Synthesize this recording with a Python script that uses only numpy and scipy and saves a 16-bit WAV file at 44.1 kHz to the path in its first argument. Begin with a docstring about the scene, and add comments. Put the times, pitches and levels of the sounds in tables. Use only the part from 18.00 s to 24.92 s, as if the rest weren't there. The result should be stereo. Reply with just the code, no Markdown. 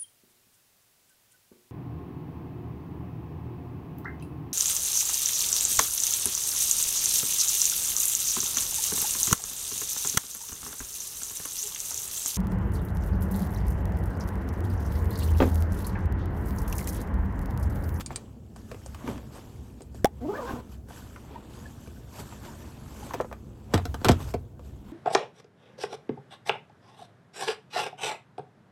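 """First a nylon backpack drops on an office chair: cloth rustles, zipper pulls tick, contents knock dully.
A buckle snaps, a zipper buzzes, the bag is rummaged in; a laptop and a notebook land on a desk close by.
Cloth is shaped noise with grains, the zipper a run of overtones and scrape, and struck objects are dying
sines with noise ticks. Sparse random taps make the room; ventilation noise rumbles quietly behind it all."""
import sys
import numpy as np
from scipy import signal
from scipy.fft import rfft, irfft
from scipy.io import wavfile
from scipy.ndimage import uniform_filter1d

SR = 44100
rng = np.random.default_rng(int(sys.argv[2]) if len(sys.argv) > 2 else 0)


def file_out(sig):
    """Save sig as 16-bit WAV at sys.argv[1]."""
    # one column per channel
    cols = np.atleast_2d(sig).T
    # limit, then scale
    lim = np.clip(cols, -1, 1)
    pcm = np.round(lim * 32767).astype(np.int16)
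    wavfile.write(sys.argv[1], SR, pcm)


N = 305172  # length in samples


def gain_of(db):
    """Decibels to gain."""
    return 10 ** (np.asarray(db) / 20)


def evened(x):
    """Scales to unit rms."""
    return x / np.sqrt(np.mean(x ** 2) + 1e-20)


def smoothed_twice(x, size, axis=-1):
    """Slows noise down to a drift with two running means."""
    return uniform_filter1d(uniform_filter1d(x, size=size, axis=axis), size=size, axis=axis)


def read(points, hz):
    """Reads a curve on a log-frequency axis."""
    f, value = np.transpose(points)
    return np.interp(np.log(hz + 1), np.log(f + 1), value)


def add(mix, s, sound, pan_db=0):
    """Mixes a sound in at s seconds; pan_db is left over right."""
    part = mix[:, round(s * SR):][:, :len(sound)]
    part += gain_of([[pan_db / 2], [-pan_db / 2]]) * sound[:part.shape[1]]


def coloured(x, points):
    """Filters by a spectrum, to unit rms."""
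    spectrum = gain_of(read(points, np.fft.rfftfreq(x.shape[-1], 1 / SR)))
    return evened(irfft(rfft(x) * spectrum, x.shape[-1]))


def ring(modes, rise, scuff, sag=0, settle=0.0029):
    """Dying sines driven by a contact whose chatter decays over scuff (s); pitch settles from 1 + sag."""
    t = np.arange(SR // 3) / SR
    bent = t + sag * settle * (1 - np.exp(-t / settle))
    tones = -sum(gain_of(db - 60 * t / t60) * np.sin(2 * np.pi * hz * bent) for hz, db, t60 in modes)
    chatter = rng.standard_normal(1024) * np.exp(-t[:1024] / scuff)
    chatter[0] = 2.8  # the first contact
    tones = signal.oaconvolve(tones * (1 - np.exp(-t / rise)), chatter)
    return tones / abs(tones).max()


def tick(colour, t60):
    """A short burst of noise with a sharp front."""
    t = np.arange(8192) / SR
    noise = coloured(rng.standard_normal(len(t)), colour)
    return noise * gain_of(-60 * t / t60) * (1 - np.exp(-t / 0.00034))


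def pair(points, same, patchy_db, size):
    """Two channels of noise with drifting patches and a given likeness."""
    hop, hz = size // 4, np.fft.rfftfreq(size, 1 / SR)
    a, b, c, d, patches = rng.standard_normal((N // hop + 5, len(hz), 5)).T
    patches = uniform_filter1d(patches, size=9, axis=0)  # across frequency
    patches = evened(uniform_filter1d(patches, size=12, axis=1))  # across time
    same = np.clip(same * np.ones(len(hz)), 0, 1)[:, None]
    left = a + 1j * b
    right = same * left + np.sqrt(1 - same ** 2) * (c + 1j * d)
    z = np.array([left, right]) * gain_of(read(points, hz)[:, None] + patchy_db * patches)
    return evened(signal.istft(z, nperseg=size, noverlap=size - hop)[1][:, :N])


# Rustles of the cloth: [peak t/s, rise t/s, fall t/s, weave hiss level/dB, heavy folds level/dB]
RUSTLES = [(0.01, 0.028, 0.019, -39, -39), (0.19, 0.98, 0.24, -65, -52),
           (0.112, 0.013, 0.093, -55.5, -41.5), (0.561, .005, 0.095, -56, -52), (0.7, 0.2, 1, -60.5, -59),
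           (0.95, 0.99, 0.41, -61, -67), (1.09, 0.15, 0.19, -50, -38), (1.37, 0.15, 0.18, -53.5, -46),
           (1.5, 0.27, 1, -61.5, -57), (1.96, 0.028, 0.15, -58.5, -63), (2.498, 0.33, 0.19, -52, -42),
           (2.729, 0.11, 0.095, -58, -55), (2.887, 0.0061, 1, -55, -53.5), (2.97, 0.098, 0.14, -50, -67),
           (3.35, 0.27, 0.2, -73, -45), (3.55, 0.19, 1, -55.5, -52), (3.7, 0.82, 0.13, -79, -52.5),
           (3.85, 0.2, 0.81, -61, -74), (4.151, 0.1, 1, -52, -48.5), (4.2, 0.048, 0.032, -41.5, -41),
           (4.45, 0.037, 0.24, -51.5, -45), (4.62, 0.11, 0.45, -57, -47.5), (4.9, 0.12, 0.83, -62.5, -65.5),
           (5.051, 0.41, 0.32, -50, -47.5), (5.2, 0.41, 0.023, -72, -43.5),
           (5.755, 0.04, 0.074, -47.5, -29.5), (5.9, 0.99, 0.9, -62, -53.5), (6.1, 0.11, 0.11, -46, -33),
           (6.205, 0.048, 0.16, -49, -40.5), (6.31, 0.22, 0.023, -50.5, -60), (6.66, 0.1, 0.29, -62.5, -58),
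           (6.9, 0.17, 0.15, -64.5, -50)]
SWELL_DB = 20  # a rustle grows by this much in its rise and loses it in its fall


def rustling():
    """Levels of hiss and folds: every rustle swells to its peak and fades; their powers add."""
    t, power = np.arange(0, N, 32) / SR, 1e-12
    for s, rise, fall, *db in RUSTLES:
        away = np.where(t < s, (s - t) / abs(rise), (t - s) / abs(fall))
        power = power + gain_of(np.array(db)[:, None] - SWELL_DB * away) ** 2
    return [np.interp(np.arange(N) / SR, t, np.sqrt(p)) for p in power]


# Colour of the fine weave: [f/Hz, level per Hz/dB]
WEAVE_COLOUR = [(710, -15), (1200, -5.5), (1700, -3.5), (1980, -10.5), (3080, -5), (4240, -7), (4570, -4),
                (4880, -7), (7830, -2.5), (9330, -8), (13500, -7), (16000, -26), (16500, -44)]
CRACKLE_DB, CRACKLE_PER_S = -4, 1300  # level against the hiss; snaps per second over all pitches
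CRACKLE_LOW_HZ, CRACKLE_HIGH_HZ = 900, 6000
CRACKLE_TURNS = 3  # cycles in which a snap decays by a factor e


def crackle():
    """Tiny creases snap, each ringing a few cycles; which pitches speak drifts as the hand moves."""
    out, t = np.zeros((2, N)), np.arange(1500) / SR
    for hz in np.geomspace(CRACKLE_LOW_HZ, CRACKLE_HIGH_HZ, num=12):
        knots = np.arange(N // 5000 + 2)
        drift = np.interp(np.arange(N) / 5000, knots, rng.standard_normal(len(knots)))
        when, strength, side = rng.random((N, 3)).T
        snap_db = 3.6 * np.minimum(-np.log(strength + 1e-9), 3.5) + 3.5 * drift
        snaps = (when < CRACKLE_PER_S / 12 / SR) * gain_of(snap_db)
        grain = np.sin(2 * np.pi * hz * t) * np.exp(-t * hz / CRACKLE_TURNS) * (1 - np.exp(-t * hz))
        out += signal.oaconvolve(snaps * np.array([.5 + side, 1.5 - side]), grain[None])[:, :N]
    return gain_of(CRACKLE_DB) * coloured(out, WEAVE_COLOUR)


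# Colour of the heavy folds: [f/Hz, level per Hz/dB]
FOLDS_COLOUR = [(88, -36.5), (150, -26.5), (209, -1), (525, -13), (568, -7.5), (701, -14), (937, -12),
                (1680, -25), (1980, -27), (3500, -26.5), (4550, -36), (7700, -120)]


def cloth():
    """The weave hisses and crackles; folds buckle in dull, clumped grains."""
    hiss_level, folds_level = rustling()
    flicker = evened(smoothed_twice(rng.standard_normal(N), 400))
    hiss = pair(WEAVE_COLOUR, .4, patchy_db=2.5, size=512)
    strength = gain_of(1.2 * np.minimum(rng.exponential(1, N), 5))
    grains = strength * (rng.random(N) < 150 / SR)  # about 150 a second
    clumps = signal.oaconvolve(grains, np.exp(-np.arange(2000) / (0.00093 * SR)))[:N]
    buckling = pair(FOLDS_COLOUR, .6, patchy_db=1.7, size=512)
    folds = evened(buckling * (1 + 0.74 * clumps))
    weave = evened(hiss * (1 + 0.14 * clumps)) + crackle()
    return weave * hiss_level * gain_of(0.82 * flicker) + folds * folds_level


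# Coated cloth slips: [t/s, level/dB, f/Hz, length t/s]
SQUEAKS = [(3.354, -35, 927, 0.019), (3.653, -41.5, 1687, 0.017), (4.471, -43.5, 922, 0.039),
           (5.019, -39, 824, 0.025)]


def squeaks():
    """Brief stick-slip tones that swell and fade."""
    out = np.zeros((2, N))
    for s, db, hz, length in SQUEAKS:
        t = np.arange(0, length, 1 / SR)
        turns = hz * (t + 0.0096 * t ** 2 / length)  # rises slightly
        tone = np.sin(2 * np.pi * turns) + 0.073 * np.sin(4 * np.pi * turns)
        add(out, s, gain_of(db) * tone * np.hanning(len(t)), pan_db=-5.0)
    return out


# Zipper stroke: [t/s, level/dB, teeth rate f/Hz, roughness/0-1, overtone slope/dB per octave]
ZIP_STROKE = [(2.2, -48, 248, 0.54, 3), (2.228, -34.5, 230, 0.18, -6.5), (2.255, -31.5, 311, 0.14, -1.5),
              (2.281, -27.5, 300, 0.13, -9), (2.295, -24, 410, 0.09, -6), (2.329, -28, 424, 0.16, -3),
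              (2.352, -33, 540, 0.33, 4.5), (2.375, -31.5, 560, 0.42, 5), (2.394, -29, 585, 0.13, 0),
              (2.413, -34, 500, 0.38, 7), (2.438, -30.5, 470, 0.18, -3), (2.461, -37.5, 500, 0.32, 7),
              (2.482, -35, 553, 0.41, 10), (2.51, -32.5, 550, 0.63, 5), (2.54, -37.5, 440, 0.54, 1),
              (2.585, -36.5, 490, 0.3, -2), (2.62, -46.5, 460, 0.84, 0)]
# Taut cloth driven by the teeth: [f/Hz, level/dB]
ZIP_CLOTH = [(120, -1), (250, 13), (450, 6.5), (800, 5), (1200, 0), (1700, -11.5), (2200, -12),
             (5000, -17.5), (9000, -21)]
HALF_DB = -3  # alternate teeth catch harder: lines between the overtones, against them at full roughness


def zipper():
    """Each tooth kicks the taut cloth; an uneven hand blurs the buzz."""
    s, *columns = np.transpose(ZIP_STROKE)
    t = np.arange(s[0], s[-1], 1 / SR)
    db, hz, rough, tilt_db = (np.interp(t, s, c) for c in columns)
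    rough = np.clip(rough, 0, 1)
    wobble = evened(uniform_filter1d(rng.standard_normal(len(t)), size=200))
    turns = np.cumsum(hz * (1 + (.025 + .085 * rough) * wobble)) / SR
    grip = smoothed_twice(rng.standard_normal((len(t), 6)), 350, axis=0)
    grip_db = (1.5 + 8 * rough) * evened(grip).T  # each overtone comes and goes as the cloth slackens

    def overtone(k, drift_db):
        return gain_of(tilt_db * np.log2(k) + drift_db) * np.cos(2 * np.pi * k * turns)

    whole = sum(overtone(k, grip_db[k - 1]) for k in range(1, 4))
    between = sum(overtone(k + .5, HALF_DB + grip_db[k + 3]) for k in range(3))
    teeth = whole + rough * between
    scrape = (1.1 + np.exp(-(turns % 1) / 0.57)) * rng.standard_normal(len(t))
    buzz = (1 - rough) * coloured(teeth, ZIP_CLOTH) + rough * coloured(scrape, ZIP_CLOTH)
    out = np.zeros((2, N))
    add(out, s[0], gain_of(db) * buzz * signal.windows.tukey(len(t), .08), pan_db=-1.0)
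    return out


# A buckle hits hard plastic and bounces: [t/s, tick level/dB, tick t60 t/s, ring level/dB]
SNAP = [(2.045, -13.5, 0.011, -18), (2.0551, -19, 0.013, -35), (2.07, -37, 0.012, -52)]
# Ring of the buckle: [f/Hz, level/dB, t60 t/s]
BUCKLE_MODES = [(2330, 4, 0.007), (3480, -4.5, 0.047), (5860, 1, 0.012), (7540, -18.5, 0.023)]
# Colour of its tick: [f/Hz, level per Hz/dB]
BUCKLE_TICK = [(600, -10), (1100, 4), (2300, -6), (3200, -11.5), (4200, -13.5), (8000, -14), (21000, -20.5)]
# The contact weighs the hollow plastic's pitch down and lets go: [share/0-1, time constant t/s]
SNAP_LOAD = [(0.88, 0.0029), (0.12, 0.022)]
SNAP_DB, SNAP_HZ, SNAP_T60_S = -13.5, 873, 0.047  # hollow plastic: level before push, settled pitch, ring
SNAP_PUSH_DB, SNAP_PUSH_S = 7, .0021  # the first swing is stronger, most at this time


def buckle():
    """A blow rings hollow plastic, its pitch climbing as contact lifts; each bounce ticks and rings."""
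    out, t = np.zeros((2, N)), np.arange(SR // 8) / SR
    hz = SNAP_HZ * (1 - sum(share * np.exp(-t / s) for share, s in SNAP_LOAD))
    push_db = SNAP_PUSH_DB * np.exp(-(t / SNAP_PUSH_S - 1) ** 2)
    fade_db = SNAP_DB + push_db - 60 * (t / SNAP_T60_S) ** 2.04
    hollow = -gain_of(fade_db) * np.sin(2 * np.pi * np.cumsum(hz) / SR)
    add(out, SNAP[0][0], hollow * (1 - np.exp(-t / 0.00023)))
    stops = [row[0] for row in SNAP[1:]] + [N / SR]
    for (s, tick_db, t60, ring_db), stop in zip(SNAP, stops):
        add(out, s, gain_of(tick_db) * tick(BUCKLE_TICK, t60))
        tones = ring(BUCKLE_MODES, rise=0.00033, scuff=0.00017, sag=-0.058)
        held = np.maximum(np.arange(len(tones)) / SR - (stop - s), 0)  # the next bounce stills the ring
        add(out, s, gain_of(ring_db) * tones * np.exp(-held / 0.0011))
    return out


KNOCK_T60_S = .04
KNOCK_SAG, KNOCK_SETTLE_S = .9, .0015  # a knock starts sharp by this share and settles
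KNOCK_CLACK_DB, KNOCK_CLACK_S = -7.5, .035  # level against the ring, t60


def knock(out, row, colour, tick_s):
    """One knock: a dull ring inside a wide dry clack, and a tick."""
    s, ring_db, hz, tick_db, pan_db = row
    t60 = KNOCK_T60_S
    modes = [(0.732 * hz, -8, .5 * t60), (hz, 0, t60), (1.29 * hz, -8, 1.0 * t60)]
    clack = [(0.12 * hz, -20), (hz, 0), (2.56 * hz, -5), (5 * hz, -30), (21000, -60)]
    dull = ring(modes, rise=0.00046, scuff=0.00035, sag=KNOCK_SAG, settle=KNOCK_SETTLE_S)
    add(out, s, gain_of(ring_db) * dull, pan_db)
    add(out, s, gain_of(ring_db + KNOCK_CLACK_DB) * tick(clack, KNOCK_CLACK_S), pan_db)
    add(out, s, gain_of(tick_db) * tick(colour, tick_s), pan_db)


def bright(hz):
    """Colour of a tick centred on hz."""
    return [(600, -25), (0.14 * hz, -9), (hz, 0), (1.23 * hz, -7), (21000, -18)]


# Contents and straps knock dully: [t/s, ring level/dB, ring f/Hz, tick level/dB, left over right level/dB]
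KNOCKS = [(0.106, -32, 685, -50, 5), (0.715, -31, 504, -38.5, -8.5), (0.745, -37, 404, -43.5, 2),
          (0.946, -40, 844, -38.5, 7), (1.076, -30.5, 904, -38, 2), (1.088, -28.5, 400, -45, 2),
          (1.178, -43, 960, -44.5, 0), (1.807, -38.5, 356, -50.5, 11), (2.905, -39.5, 690, -62, 4),
          (3.161, -38, 994, -52, -2), (3.874, -38.5, 410, -49, -1), (4.324, -38, 928, -48, -3),
          (5.108, -30.5, 810, -48, -2), (5.136, -28.5, 770, -33.5, -4), (5.141, -21, 342, -30, 4),
          (5.148, -28, 414, -43, -4), (5.202, -16, 500, -56, -2), (5.21, -45, 770, -35.5, 5),
          (5.246, -31, 490, -56, 0), (5.314, -30.5, 476, -57, -8), (5.327, -29, 538, -40, 1),
          (6.339, -30, 560, -33.5, 4), (6.594, -41, 476, -55.5, 1)]


def knocks():
    """Contents and straps each ring, clack and tick as they strike."""
    out = np.zeros((2, N))
    for row in KNOCKS:
        knock(out, row, bright(2800), tick_s=0.021)
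    return out


# Metal zipper pulls: [t/s, ring level/dB, ring f/Hz, tick level/dB, left over right level/dB]
PULLS = [(0.061, -51, 920, -28.5, -1), (0.159, -40, 1020, -24.5, 0), (0.561, -42.5, 618, -51, 1),
         (0.861, -38, 512, -38.5, -1.5), (1.819, -41.5, 417, -44.5, -2), (1.946, -39, 370, -51, 0)]
# Colour of their tick: [f/Hz, level per Hz/dB]
PULL_TICK = [(600, -22), (3500, -8.5), (8600, -1.5), (10000, 0), (11000, -33), (21000, -22.5)]
# Ring of the small metal tab: [f/Hz, level/dB, t60 t/s]
PULL_MODES = [(4700, -11, 0.009), (6900, -10, 0.015), (8620, 0, 0.013), (9550, -5, .011)]
PULL_RING_DB = 7  # against the tick
PULL_RATTLE_DB, PULL_RATTLE_S = -35.5, 0.65  # the tab shivers on: level against the tick, t60


def pulls():
    """Each metal tab knocks and ticks brightly, rings and shivers on."""
    out = np.zeros((2, N))
    for row in PULLS:
        knock(out, row, PULL_TICK, tick_s=0.021)
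        s, _, _, tick_db, pan_db = row
        tab = ring(PULL_MODES, rise=.0004, scuff=.00001)
        add(out, s, gain_of(tick_db + PULL_RING_DB) * tab, pan_db)
        add(out, s, gain_of(tick_db + PULL_RATTLE_DB) * tick(PULL_TICK, PULL_RATTLE_S), pan_db)
    return out


# Low soft bumps of the bag, then a hollow case ring near 6.34 s: [t/s, level/dB, f/Hz, t60 t/s]
BUMPS = [(1.036, -34, 237, 0.26), (1.075, -28, 279, 0.069), (1.089, -28.5, 210, 0.18),
         (1.124, -36, 295, 0.2), (1.163, -33, 244, 0.061), (2.537, -21, 270, 0.035),
         (3.881, -33.5, 202, 0.055), (6.341, -20.5, 442, 0.04), (6.3478, -20, 470, 0.02)]


def bumps():
    """Soft bumps and a hollow case ring: each is three short modes with a rounded onset."""
    out = np.zeros((2, N))
    for s, db, hz, t60 in BUMPS:
        modes = [(0.56 * hz, -10, t60), (hz, 0, t60), (1.47 * hz, -11, t60)]
        add(out, s, gain_of(db) * ring(modes, rise=0.0012, scuff=0.00077))
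    return out


# Ring of the desk top: [f/Hz, level/dB, t60 t/s]
DESK_MODES = [(88.7, 16, 0.25), (123, -7.5, 0.46), (230, 6, 0.03)]
# Colour of the wave front: [f/Hz, level/dB]
WAVE_COLOUR = [(50, -34), (100, -0.5), (250, 0.5), (600, -7), (1200, -17), (2500, -40.5)]
SPREAD_TURNS = 1.4  # bending waves arrive late by about this many of their own cycles
WAVE_DB = 4  # wave front against the desk ring


def thud():
    """A blow travels through the desk top: treble first, bass later, so it sweeps down into the ring."""
    tones = ring(DESK_MODES, rise=.001, scuff=.00002)
    hz = np.fft.rfftfreq(len(tones), 1 / SR)
    spread = SPREAD_TURNS * rng.uniform(.92, 1.08)
    late = np.exp(-2j * np.pi * spread * np.log(np.clip(hz, 40, 3000) / 3000))
    front = irfft(gain_of(read(WAVE_COLOUR, hz)) * late, len(tones))
    swept = irfft(rfft(tones) * late, len(tones)) + gain_of(WAVE_DB) * front / abs(front).max()
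    swept = swept[:SR // 4] * np.minimum(np.arange(SR // 4) / 20, 1)
    return swept / abs(swept).max()


# Laptop and notebook meet the desk:
# [t/s, thud level/dB, clack level/dB, edge tick level/dB, left over right level/dB]
BLOWS = [(5.7376, -12.5, -19.5, -25, 13), (5.7414, -28, -22, -16, 2), (5.749, -22.5, -30, -33, -4),
         (5.777, -37, -26.5, -26, 0), (5.854, -29.5, -30, -26, 4), (5.943, -36.5, -27.5, -28, 2.5),
         (6.015, -32, -42, -42.5, 1.5), (6.046, -31.5, -15.5, -14, 8), (6.053, -19.5, -19, -20.5, -12),
         (6.064, -20, -27.5, -27, 0), (6.085, -22.5, -24, -11.5, -9.5), (6.0895, -23, -14.5, -14, 12.5),
         (6.0932, -7, -24, -30, 5), (6.111, -18, -26.5, -24.5, 0), (6.117, -19.5, -34, -20, 2.5),
         (6.343, -25.5, -50.5, -37.5, -7)]
# Ring of the laptop shell: [f/Hz, level/dB, t60 t/s]
SHELL_MODES = [(323, -9, 0.087), (445, -7.5, 0.09), (693, -0.5, 0.053), (782, 1, 0.028), (950, -1, 0.02),
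               (1260, -1.5, 0.023), (1860, -29, 0.0046)]
# Colour of hard edge ticks: [f/Hz, level per Hz/dB]
EDGE_COLOUR = [(880, 3), (1500, -2), (2200, -3.5), (3300, 1.5), (5470, -2.5), (6620, -8.5), (7850, -5.5),
               (9790, -12.5), (12300, -9.5), (16500, -37)]


def desk():
    """Each blow thuds in the desk top, clacks in the shell, slaps out air and ticks at the edge."""
    out = np.zeros((2, N))
    slap = [(100, -10.0), (250, 4), (700, -2), (1500, -5.5), (4000, -29.0)]
    for s, thud_db, clack_db, tick_db, pan_db in BLOWS:
        add(out, s, gain_of(thud_db) * thud(), pan_db=-1.5)
        add(out, s, gain_of(clack_db) * ring(SHELL_MODES, rise=0.00068, scuff=0.0018, sag=0.2), pan_db)
        add(out, s, gain_of(clack_db - 4.5) * tick(slap, t60=0.04), pan_db)
        add(out, s, gain_of(tick_db) * tick(EDGE_COLOUR, t60=0.014), pan_db)
    return out


# Decay of the room: [f/Hz, t60 t/s]
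ROOM_DECAY = [(100, 0.51), (500, 0.1), (2000, 0.12), (8000, 0.047), (16000, 0.053)]


def office(x):
    """Sparse taps of random sign, each band dying at its own speed."""
    taps = np.zeros((2, SR // 2))
    at = np.arange(120, SR // 2 - 20, 20)
    at = at + rng.integers(0, 20, (2, len(at)))
    np.put_along_axis(taps, at, rng.choice([-1., 1.], at.shape), 1)
    hz, t, z = signal.stft(taps, SR, nperseg=256)
    z = z * (hz / (hz + 400))[:, None]  # little diffuse bass this close to the source
    tail = signal.istft(z * gain_of(-60 * t / read(ROOM_DECAY, hz)[:, None]), SR, nperseg=256)[1]
    return signal.fftconvolve(x, tail / np.linalg.norm(tail[0]), axes=1)[:, :N]


# Colour of the ventilation: [f/Hz, level per Hz/dB]
AIR_COLOUR = [(25, -43.5), (49, -2), (121, -0.5), (172, -15.5), (208, -6.5), (296, -15.5), (483, -21),
              (568, -26.5), (706, -26.5), (1250, -43.5), (2150, -56.5), (2750, -52), (13600, -84),
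              (16500, -65)]
# Left-right likeness of the air noise: [f/Hz, likeness/0-1]
AIR_SAME = [(40, 1), (130, 0.87), (300, 0.69), (700, 0.075), (3000, 0.08), (15000, .1)]
# Swell of the lowest air noise, before the hum joins it: [t/s, level/dB]
RUMBLE = [(0, -41), (0.4, -48.5), (1.1, -44), (1.73, -47), (2.8, -44), (3.55, -49.5), (3.948, -42.5),
          (4.298, -47), (5.72, -47.5), (5.901, -32.5), (6.0, -39.5), (6.3, -36), (6.47, -47.5),
          (6.92, -45.5)]
AIR_DB = -42.5  # whole air noise, before its lowest part is given the rumble's level
HUM_HZ, HUM_DB = 65.4, -5  # a wavering hum inside the rumble, level against it


def ventilation():
    """Steady air noise whose lowest part, with a narrow-band hum, swells and sinks."""
    same = read(AIR_SAME, np.fft.rfftfreq(2048, 1 / SR))
    air = gain_of(AIR_DB) * pair(AIR_COLOUR, same, patchy_db=1.44, size=2048)
    low = signal.oaconvolve(air, signal.firwin(2047, 165, fs=SR)[None], "same")
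    band = [(HUM_HZ - 14, -60), (HUM_HZ - 4, -4), (HUM_HZ, 0), (HUM_HZ + 4, -4), (HUM_HZ + 14, -60)]
    hum = gain_of(HUM_DB) * coloured(rng.standard_normal(N), band)
    s, db = np.transpose(RUMBLE)
    return air - low + (evened(low) + hum) * gain_of(np.interp(np.arange(N) / SR, s, db))


# Phase between two microphone ports: [f/Hz, left lead/rad]
PORT_LEAD = [(0, 0), (1460, -0.5), (2500, 0.1), (3360, -1.1), (4130, -1.4), (6720, 0.9), (8100, -0.9),
             (9040, -2.9), (9650, -3.2), (11400, -5.9), (12600, -6.4), (14100, -9.1), (16600, -12.2)]


def scene():
    """Most near sounds meet the ports with a phase lead, the buckle head-on; the room answers hits."""
    hits = knocks() + pulls() + bumps() + squeaks() + desk() + zipper()
    snap = buckle()
    near = hits + cloth()
    turn = np.exp(1j * read(PORT_LEAD, np.fft.rfftfreq(N, 1 / SR)))
    near = np.array([irfft(rfft(near[0]) * turn, N), near[1]])
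    room = office(gain_of(-6.5) * hits + gain_of(-21.5) * snap)
    return near + snap + room + ventilation()


LOW_PASS_HZ = 16700  # middle of the low-pass slope


def record(dry):
    """Steep low-pass: next to nothing sounds above its slope."""
    low_pass = signal.firwin(511, LOW_PASS_HZ, window=("kaiser", 9), fs=SR)
    return signal.oaconvolve(dry, low_pass[None], "same")


dry = scene()
out = record(dry)
file_out(out)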